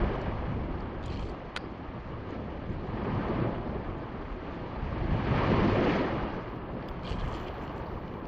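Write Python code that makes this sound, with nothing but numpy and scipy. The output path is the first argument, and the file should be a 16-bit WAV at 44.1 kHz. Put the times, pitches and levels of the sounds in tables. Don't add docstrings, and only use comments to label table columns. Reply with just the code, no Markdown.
import sys
import numpy as np
from scipy import signal
from scipy.fft import rfft, irfft, next_fast_len
from scipy.io import wavfile

SR = 44100
rng = np.random.default_rng(int(sys.argv[2]) if len(sys.argv) > 2 else 0)


def volts_from_decibels(level):
    exponent = np.asarray(level, float) / 20
    return 10 ** exponent


def wrap_up_sound(samples):
    columns = np.atleast_2d(samples).T
    tamed = np.clip(columns, -1, 1)
    steps = np.round(tamed * 32767).astype(np.int16)
    wavfile.write(sys.argv[1], SR, steps)


N = 364707


def rms_one(x):
    return x / np.sqrt(np.mean(x ** 2) + 1e-20)


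def butter(x, order, hz, kind="low"):
    return signal.sosfilt(signal.butter(order, hz, kind, fs=SR, output="sos"), x)


def in_time(rows, silent=None):
    s, *columns = np.transpose(rows)
    return [np.interp(np.arange(N) / SR, s, c, silent, silent) for c in columns]


def at_hz(points, hz, outside=None):
    table = np.array(points)
    return np.interp(np.log(hz), np.log(table[:, 0]), table[:, 1], outside, outside)


def swells(rows, rise_s, fall_s):
    t = np.arange(N) / SR
    power = 0
    for s, db in rows:
        power = power + volts_from_decibels(2 * db) * np.exp(-((t - s) / np.where(t < s, rise_s, fall_s)) ** 2)
    return np.sqrt(power)


def strokes(starts, lengths, levels_db, edge):
    t = np.arange(N) / SR
    gain = 0
    for s, length, db in zip(starts, lengths, levels_db):
        outside_s = np.maximum(np.maximum(s - t, t - s - length), 0)
        gain = gain + volts_from_decibels(db - 20 * outside_s / (edge * length + 0.0093))
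    return gain


def drift(rate):
    r = np.exp(-80 * np.pi * rate / SR)
    slow = signal.lfilter([1], [1, -2 * r, r * r], rng.standard_normal(N // 40 + 2002))[2000:]
    return np.interp(np.arange(N) / 40, np.arange(len(slow)), rms_one(slow))


def ring(clicks, hz, t60):
    r, w = volts_from_decibels(-60 / (t60 * SR)), 2 * np.pi * hz / SR
    return signal.lfilter([0, np.sin(w)], [1, -2 * r * np.cos(w), r * r], clicks + 1e-18)


# (frequency [Hz], side relative to mid [dB])
WIDTH = [(30, -24), (150, -24.5), (400, -17.5), (900, -16.5), (1500, -23.5), (2500, -26.5), (5000, -12),
         (9000, 5)]


def turbulence(spectrum, shared_db, own_db, rate, grain_db=0.):
    size = next_fast_len(N)
    hz = np.maximum(np.arange(size // 2 + 1) * SR / size, 1)
    grains = rng.standard_normal((2, size)) * volts_from_decibels(grain_db * np.minimum(rng.exponential(1, size), 6))
    mid, side = rfft(grains) * volts_from_decibels(at_hz(spectrum, hz, -200))
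    side = side * volts_from_decibels(at_hz(WIDTH, hz))
    lowest_hz, highest_hz = spectrum[0][0], spectrum[-1][0]
    octave = np.log2(hz / lowest_hz)
    out, together = 0, shared_db * drift(rate)
    for centre in np.arange(0, np.log2(highest_hz / lowest_hz) + .5, .5):
        share = np.clip(1 - 2 * np.abs(octave - centre), 0, 1)
        band = irfft(np.array([mid + side, mid - side]) * share, size)[:, :N]
        out = out + band * volts_from_decibels(together + own_db * drift(rate))
    return rms_one(out)


CALM_DB = -46

# (time [s], level [dB])
BREEZE = [(0, -27.5), (.2, -37.5), (.55, -33), (.9, -44), (1.22, -36), (1.45, -50.5), (1.92, -43.5),
          (2.6, -44), (3.3, -39), (4.5, -49), (5.0, -33.5), (5.3, -34), (5.62, -35), (5.9, -41),
          (6.95, -46), (7.17, -33), (7.45, -43.5), (8.27, -44.5)]
# (time [s], level [dB])
PUFFS = [(.0, -35), (.3, -36.5), (.53, -35), (1.15, -45.5), (1.24, -50), (2.14, -55), (2.45, -42),
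         (2.7, -36), (2.92, -36.5), (3.13, -32.5), (3.42, -32), (4.0, -46), (4.98, -53), (5.15, -28.5),
         (5.32, -32.5), (5.57, -30), (5.75, -35), (6.15, -37), (6.77, -43), (7.2, -58), (7.93, -48.5)]
# (time [s], level [dB])
THUDS = [(.05, -39), (.38, -39), (2.3, -43), (2.77, -35.5), (3.9, -37), (4.33, -41), (5.13, -30),
         (5.46, -35), (5.62, -27), (5.53, -34), (5.72, -33), (4.2, -41), (4.5, -42), (6.45, -43),
         (3.3, -36), (6.9, -42), (7.96, -35.5)]
# (frequency [Hz], level per Hz [dB])
RUMBLE = [(12, -31.5), (22, 4), (32, 4.5), (45, 4.5), (72, 5.5), (100, -3), (150, -31), (240, -95)]
# (frequency [Hz], level per Hz [dB])
BUFFET = [(35, -30.5), (65, -10), (108, 5), (280, -8), (360, -21.5), (620, -120)]
# (time [s], wash level [dB], extra fizz [dB], extra tumble [dB])
SURGE = [(0, -36, -3, -1), (.35, -41.5, -1.5, 0.5), (0.851, -46, 1, 3), (1.7, -48, 2.5, -0.5),
         (2.8, -47.5, 2.5, 4.5), (3.099, -40, -1, 2), (3.43, -39, -2, 4), (3.6, -43, -2.5, 3),
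         (4.3, -46.5, 2, 1), (4.9, -43.5, 0.5, 0.5), (5.3, -37.5, 2.5, 0), (5.48, -34, 1.5, -0.5),
         (5.92, -35.5, 4, 4.5), (6.3, -40.5, 1, 1.5), (6.6, -46.5, -1, 0), (6.95, -45.5, -0.5, 1),
         (7.3, -42, 0, -5), (8.27, -47, -2, 4)]


def breeze():
    gust_db, = in_time(BREEZE)
    lead_s = 0.16
    ahead_db = in_time([(s - lead_s, db) for s, db, *rest in SURGE])[0] - CALM_DB
    swell_db = -51.5 + 1.16 * ahead_db
    puffs = swells(PUFFS, rise_s=.049, fall_s=.047)
    boom = np.sqrt(volts_from_decibels(2 * (gust_db - 3.5)) + volts_from_decibels(2 * swell_db) + puffs ** 2)
    press = np.hypot(volts_from_decibels(gust_db), swells(THUDS, rise_s=.035, fall_s=.035))
    rumble = press * turbulence(RUMBLE, shared_db=-1.0, own_db=1.0, rate=10.0)
    return rumble + boom * turbulence(BUFFET, shared_db=1.5, own_db=1.5, rate=23.0)


def bubbles(per_s, cycles):
    sizes = volts_from_decibels(6.2 * np.minimum(rng.exponential(1, N), 3.8)) * rng.choice([-1, 1], N)
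    born = rng.random(N) < per_s / SR
    pitches, dealt = np.geomspace(330, 1950, 18), rng.integers(0, 18, N)
    out = 0
    for k, hz in enumerate(pitches):
        out = out + ring(sizes * born * (dealt == k), hz, cycles / hz) * (300 / hz)
    return rms_one(out)


# (time [s], lift [dB])
CRESTS = [(2.33, 2), (2.95, 0), (4.5, 1), (5.0, 0.5), (5.4, 1.5), (5.64, 0), (5.92, 2.5), (2.55, 0.5),
          (6.55, 0.5), (.6, -1), (3.95, -0.5), (6.151, -1), (6.85, 1.5), (7.65, 1)]
# (time [s], level [dB])
SLUMPS = [(.1, -50), (.92, -46), (2.37, -39.5), (3.3, -36.5), (3.43, -36), (3.69, -38), (5.02, -56),
          (5.56, -31.5), (5.64, -25.5), (5.78, -26.5), (5.89, -29), (6.05, -44), (6.15, -35), (6.28, -46),
          (6.75, -41.5), (7.25, -45), (7.97, -40)]
# (frequency [Hz], level per Hz [dB])
TUMBLE = [(100, -7.5), (170, 2.5), (354, 1.5), (456, -3), (520, -4), (750, -12.5), (980, -28.5),
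          (1650, -120)]
# (frequency [Hz], level per Hz [dB])
WASH = [(280, -27), (480, -7), (518, -5), (759, -4.5), (870, -3.5), (1220, -5.5), (1440, -15.5),
        (1600, -12), (2080, -34), (3520, -120)]
# (frequency [Hz], level per Hz [dB])
FOAM = [(900, -30.5), (1300, 0.5), (1440, -4.5), (1750, 1.5), (2360, -2), (2640, -6), (2870, -4.5),
        (3400, -10.5), (4200, -37), (5500, -68.5)]
# (frequency [Hz], level per Hz [dB])
SPRAY = [(2600, -29.5), (3500, -2), (3900, -1), (4400, -1), (5400, -11.5), (6500, -17.5), (7500, -25.5),
         (9000, -37.5), (11000, -54)]


def sea():
    t = np.arange(N) / SR
    wash_db, froth_db, weight_db = in_time(SURGE)
    for s, lift_db in CRESTS:
        wash_db = wash_db + lift_db * np.exp(-((t - s) / 0.058) ** 2)
    vigour_db = wash_db - CALM_DB
    tumble_db = -43.5 + 0.9 * vigour_db + weight_db
    foam_db = -55.5 + 1.227 * vigour_db + 0.74 * froth_db
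    spray_db = -70 + 1.196 * vigour_db + froth_db
    lumps = np.hypot(volts_from_decibels(tumble_db), swells(SLUMPS, rise_s=.03, fall_s=.053))
    tumble = lumps * turbulence(TUMBLE, shared_db=.5, own_db=2.0, rate=15.0)
    wash = volts_from_decibels(wash_db) * turbulence(WASH, shared_db=0.25, own_db=1.87, rate=24.0, grain_db=1.5)
    foam = volts_from_decibels(foam_db) * turbulence(FOAM, shared_db=0.96, own_db=-0.4, rate=48.0, grain_db=2.5)
    spray = volts_from_decibels(spray_db) * turbulence(SPRAY, shared_db=0.65, own_db=1.5, rate=29.0, grain_db=2.0)
    trapped_air = volts_from_decibels(wash_db - 4.5) * butter(bubbles(400., cycles=36.), 2, 3000)
    return tumble + wash + foam + spray + trapped_air


def ticks(table, t60, crack_db, top_hz, low_hz=2200, frame_db=-10):
    span = 2000
    out, age = np.zeros(N + span), np.arange(span) / SR
    for (s, peak_db, hz), noise in zip(table, rng.standard_normal((len(table), span))):
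        frame_hz = 4300 * (1 + .04 * noise[1])
        frame = volts_from_decibels(frame_db + 3.0 * noise[0]) * np.sin(2 * np.pi * frame_hz * age)
        tone = (np.sin(2 * np.pi * hz * age) + frame) * volts_from_decibels(-60 * age / t60)
        crack = volts_from_decibels(crack_db) * noise * volts_from_decibels(-60 * age / 0.0035)
        start = round(s * SR)
        out[start:start + span] += volts_from_decibels(peak_db) * (tone + crack) * (1 - np.exp(-age / 0.00021))
    return butter(butter(out[:N], 6, top_hz), 3, low_hz, "high")


# (time [s], peak level [dB], pitch [Hz])
DRIPS = [(.1555, -50, 3070), (0.8061, -48, 4470), (2.288, -64, 6430), (2.3077, -50, 3290),
         (2.6994, -61, 6470), (2.73, -57, 7140), (3.2863, -54, 5930), (3.985, -53, 2600),
         (4.1579, -60, 3230), (4.4662, -66, 4570), (4.5481, -59, 3120), (4.7187, -65, 3010),
         (4.7541, -64, 3140), (5.3368, -56, 3030), (.216, -44, 2300), (5.26, -59, 4500), (5.635, -47, 2300),
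         (5.7, -48, 3500), (5.955, -49, 2600), (6.02, -49, 4800)]


def drips():
    return ticks(DRIPS, t60=.0068, crack_db=5.8, top_hz=7500, low_hz=1500)


# (time [s], peak level [dB], pitch [Hz])
PAWL = [(1.0286, -44, 3490), (1.0385, -40, 3740), (1.0809, -37, 3450), (1.1014, -44, 4500),
        (1.1124, -46, 4070), (1.1235, -40, 2800), (1.128, -43, 4150), (1.1207, -40, 4180),
        (1.1434, -43, 4400), (1.1504, -45, 4400), (1.1584, -44, 4500), (1.1405, -43, 3200),
        (1.134, -47, 4300), (1.1865, -49, 3000), (1.2005, -47, 3100), (1.172, -36, 2900),
        (1.1745, -43, 4300), (1.211, -46, 2900), (1.1945, -38, 3300), (1.2166, -46, 3000),
        (1.226, -41, 3200), (1.231, -44, 3000), (1.2354, -44, 3260), (1.2521, -48, 3400),
        (1.2874, -48, 4560), (1.296, -43, 4570)]


def pawl():
    return volts_from_decibels(-3.5) * ticks(PAWL, t60=.017, crack_db=6.7, top_hz=6000)


# (start [s], length [s], body level [dB], grit level [dB])
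RUB = [(1.03, 0.041, -62, -81), (1.055, 0.009, -56, -65), (1.094, 0.043, -59, -70), (1.143, 0.05, -57, -78),
       (1.205, 0.035, -61, -76), (1.254, 0.061, -60, -73.5), (7.04, 0.018, -71, -76),
       (7.14, 0.043, -70, -68), (7.222, .025, -70, -78), (7.05, 0.05, -58, -67), (7.098, 0.038, -54, -69),
       (7.194, 0.024, -53, -71), (7.24, 0.059, -63, -69), (7.334, 0.062, -59.5, -67.5),
       (7.403, .04, -62, -74), (7.473, 0.012, -53, -77), (7.558, 0.19, -77, -79), (7.76, .03, -69, -78),
       (7.85, 0.071, -79, -80), (8.046, 0.12, -75, -79)]
# (frequency [Hz], level per Hz [dB])
RUB_COLOUR = [(1800, -37), (2400, 4), (2800, -6), (3180, 4), (3600, -9.5), (4290, -5.5), (5000, -13),
              (6200, -37), (7500, -61)]
# (frequency [Hz], level per Hz [dB])
GRIT_COLOUR = [(4000, -33), (5500, -4.5), (7000, -9), (8500, -12), (9500, -16), (11000, -63)]


def rubbing():
    starts, lengths, body_db, grit_db = np.transpose(RUB)
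    body = turbulence(RUB_COLOUR, shared_db=2.0, own_db=2.5, rate=29.0, grain_db=2.5)
    grit = turbulence(GRIT_COLOUR, shared_db=-3.0, own_db=-1.0, rate=21.0, grain_db=5.5)
    return strokes(starts, lengths, body_db, .38) * body + strokes(starts, lengths, grit_db, .38) * grit


# (time [s], crack level [dB], pitch [Hz], ring level [dB])
SHARP = [(1.059, -43, 7000, -44), (1.0595, -60, 9500, -58), (1.0642, -56, 7000, -56),
         (1.0695, -59, 9800, -67), (1.287, -66, 8200, -64), (1.2965, -65, 8600, -65),
         (7.2765, -61, 6500, -62), (7.281, -58, 7500, -64), (7.364, -53, 6800, -62),
         (7.371, -58, 7400, -62), (6.8857, -55, 4950, -44), (6.888, -50, 3400, -39.5)]


def bright_ticks():
    span = 900
    out, age = np.zeros(N), np.arange(span) / SR
    for s, db, hz, ring_db in SHARP:
        crack = volts_from_decibels(db) * signal.lfilter([.5, .5], [1, -.3], rng.standard_normal(span))
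        tone = volts_from_decibels(ring_db) * np.sin(2 * np.pi * hz * age)
        envelope = volts_from_decibels(-60 * age / 0.014) * (1 - np.exp(-age / 0.00037))
        start = round(s * SR)
        out[start:start + span] += (crack + tone) * envelope
    return butter(out, 2, [1700, 10000], "band")


# (time [s], peak level [dB])
SNAP = [(1.56, -40), (1.5629, -24), (1.564, -15), (1.567, -31), (1.567, -32), (1.5687, -31), (1.57, -29),
        (1.573, -23), (1.5714, -24), (1.575, -26), (1.577, -33)]
# (frequency [Hz], level [dB], decay time t60 [s])
BAIL = [(480, -8, .02), (820, -10, 0.008), (1210, -10, 0.0057), (1410, 0.5, 0.013), (2070, -3, 0.0046),
        (2370, -12, 0.0067), (3140, 3, 0.002), (3500, -9, 0.0079), (4210, -10.5, 0.019),
        (4660, -15.5, 0.028), (5400, -15, 0.0055), (7200, -19, 0.0027), (9100, -13.5, 0.004),
        (14300, -19, .002)]
# (time [s], level [dB])
SHIVER = [
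    (1.575, -62),
    (1.60, -67),
    (1.65, -67),
    (1.68, -80),
]


def bail_snap():
    at, bounce_db = [round(s * SR) for s, db in SNAP], np.array(SNAP)[:, 1]
    out = np.zeros(N)
    chance = rng.standard_normal((len(SNAP), len(BAIL)))
    for (hz, level_db, t60), own in zip(BAIL, chance.T):
        sign = np.sign(np.sin(40 * own)) if hz > 1600 else 1
        clicks = np.zeros(N)
        clicks[at] = volts_from_decibels(bounce_db + level_db - 6.0 + 2.0 * own) * sign
        out += ring(clicks, hz, t60)
    bounces = np.zeros(N)
    bounces[at] = volts_from_decibels(bounce_db - 13)
    rattle = signal.lfilter([1], [1, -volts_from_decibels(-60 / (.009 * SR))], bounces + 1e-18) * rng.standard_normal(N)
    out = out + butter(rattle, 2, [2300, 5500], "band")
    buzz = rms_one(ring(ring(rng.standard_normal(N), 4700, .004), 4800, .004))
    out = butter(out, 1, 7000)
    return out + volts_from_decibels(in_time(SHIVER, -200)[0]) * buzz


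# (start [s], length [s], level [dB])
LINE_HISS = [(3.09, .2, -90), (3.15, .03, -83), (3.55, 0.19, -90.5), (3.73, .06, -90), (4.15, .2, -92),
             (4.22, .03, -93), (6.335, 0.32, -84), (6.72, 0.29, -87.5), (6.885, 0.014, -73),
             (7.05, .09, -82), (7.256, 0.57, -79.5), (7.897, 0.34, -85.5), (8.262, .02, -83)]


def line_hiss():
    level = strokes(*np.transpose(LINE_HISS), edge=.2)
    hiss = rms_one(butter(rng.standard_normal(N), 8, [12100, 14500], "band"))
    return level * hiss * volts_from_decibels(1.2 * drift(9.0)) * volts_from_decibels([[6.1], [-22]])


# (time [s], peak level [dB], pitch [Hz])
SPOOL = [(6.8248, -41, 3120), (6.8457, -53, 4400), (6.9679, -49, 2850), (7.059, -39, 4300),
         (7.081, -41, 4200), (7.101, -34, 2900), (7.113, -38, 3100), (7.128, -30, 2960), (7.133, -43, 3900),
         (7.1904, -43, 3170), (7.197, -31, 2480), (7.203, -38, 3200), (7.21, -38, 3200), (7.295, -49, 3200),
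         (7.341, -40, 4300), (7.355, -39, 3100), (7.363, -39, 3150), (7.371, -36, 3150), (7.381, -43, 3150),
         (7.4474, -46, 2840), (7.5192, -47, 2980), (7.5666, -49, 3130), (7.602, -49, 2830),
         (7.645, -48, 3100), (7.765, -49, 3100), (7.8085, -51, 2600), (7.9048, -49, 2900),
         (7.9218, -50, 3210), (8.05, -49, 3100), (8.1912, -50, 2980), (6.8858, -35, 2800),
         (6.9939, -43, 3030), (7.0338, -41, 4220), (7.0533, -40, 4300), (7.0672, -30, 3280),
         (7.0755, -27, 3060), (7.095, -29, 3270), (7.107, -30, 3070), (7.1205, -26, 2870),
         (7.1865, -40, 3220), (7.2383, -42, 2720), (7.2613, -47, 3050), (7.277, -34.5, 2950),
         (7.3147, -45, 3180), (7.3311, -35, 3140), (7.3475, -32, 3120), (7.399, -38, 3090),
         (7.4294, -46, 3210), (7.4638, -42, 3250), (7.4828, -34, 2940), (7.581, -40, 3220),
         (7.678, -33, 2960), (7.695, -36, 2900), (7.7803, -41, 2600), (7.8609, -46, 4400),
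         (7.868, -47, 4400), (8.0798, -40, 3030), (8.1393, -43, 2930), (8.2545, -39, 2600)]


def spool():
    slows_s = 7.5
    fast = [row for row in SPOOL if row[0] < slows_s]
    slow = [row for row in SPOOL if row[0] >= slows_s]
    slaps = ticks(fast, t60=.0063, crack_db=-5.5, top_hz=5500)
    dull = ticks(slow, t60=.0077, crack_db=3.0, top_hz=4900, low_hz=1500, frame_db=-11.0)
    return slaps + volts_from_decibels(-3.0) * dull


def cover(x):
    x = butter(x, 3, [10600, 12600], "bandstop")
    return signal.sosfilt(signal.cheby2(10, 60, 15600, fs=SR, output="sos"), x)


def scene():
    around = breeze() + sea() + rubbing() + line_hiss()
    reel = drips() + pawl() + bright_ticks() + bail_snap() + spool()
    return around + cover(reel) * volts_from_decibels([[.3], [-.3]])


# (time [s], opening [0-1])
SIDE_OPENING = [
    (0, 0),
    (1.1, 0),
    (1.4, .3),
    (1.95, .05),
    (5.2, 0),
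    (5.4, .22),
    (6.95, .55),
    (7.12, 0),
    (7.25, .95),
]


def thinned_lines(x):
    frames, lead = dict(fs=SR, window="cosine", nperseg=2048, noverlap=1024), 191
    x = np.pad(x, ((0, 0), (lead, 0)))
    hz, s, (mid, side) = signal.stft(np.array([x[0] + x[1], x[0] - x[1]]) / 2, **frames)
    patch = (np.sqrt(hz) / 3).astype(int)
    shape = (patch.max() + 1, len(s))
    whim, luck = rng.standard_normal(shape)[patch], rng.random(shape)[patch]
    hz_column = hz[:, None]

    body = np.abs(mid[(hz > 200) & (hz < 2500)]).mean(axis=0)
    jitter_db = 3.5 * (0.6 * rng.standard_normal(len(s)) + 0.8 * whim)
    floor = body * (body / body.mean()) ** .2 * volts_from_decibels(-39.5 + jitter_db)
    rise_db = np.clip(6 * (hz_column / 1000 - 7.2), 0, 9)
    floor = floor * volts_from_decibels(rise_db * (hz_column < 11500) * (1 + whim / 2))
    attack = np.abs(mid[(hz > 7000) & (hz < 10000)]).mean(axis=0) > body * volts_from_decibels(-26)
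    heard = (np.abs(mid) > floor) | (hz_column < 5000) | attack

    low = .09 + .6 * np.interp(s, *np.transpose(SIDE_OPENING))
    share = np.where(hz_column < 2600, low, low + .42)
    kept = (.6 * rng.random(len(s)) + .4 * luck < share) & (np.abs(side) > floor * volts_from_decibels(-7.5))
    kept = kept | (hz_column > 11500)
    mid, side = signal.istft(np.array([mid * heard, side * heard * kept]), **frames)[1][:, lead:lead + N]
    return np.array([mid + side, mid - side])


def top_cut(x):
    return signal.sosfilt(signal.butter(12, 15350, fs=SR, output="sos"), x)


def record(dry):
    rounded = .4 * np.tanh(dry / .4)
    faded_in = rounded * np.minimum(np.arange(N) / 90, 1)
    mix = thinned_lines(faded_in)
    return top_cut(mix)


dry = scene()
out = record(dry)
wrap_up_sound(out)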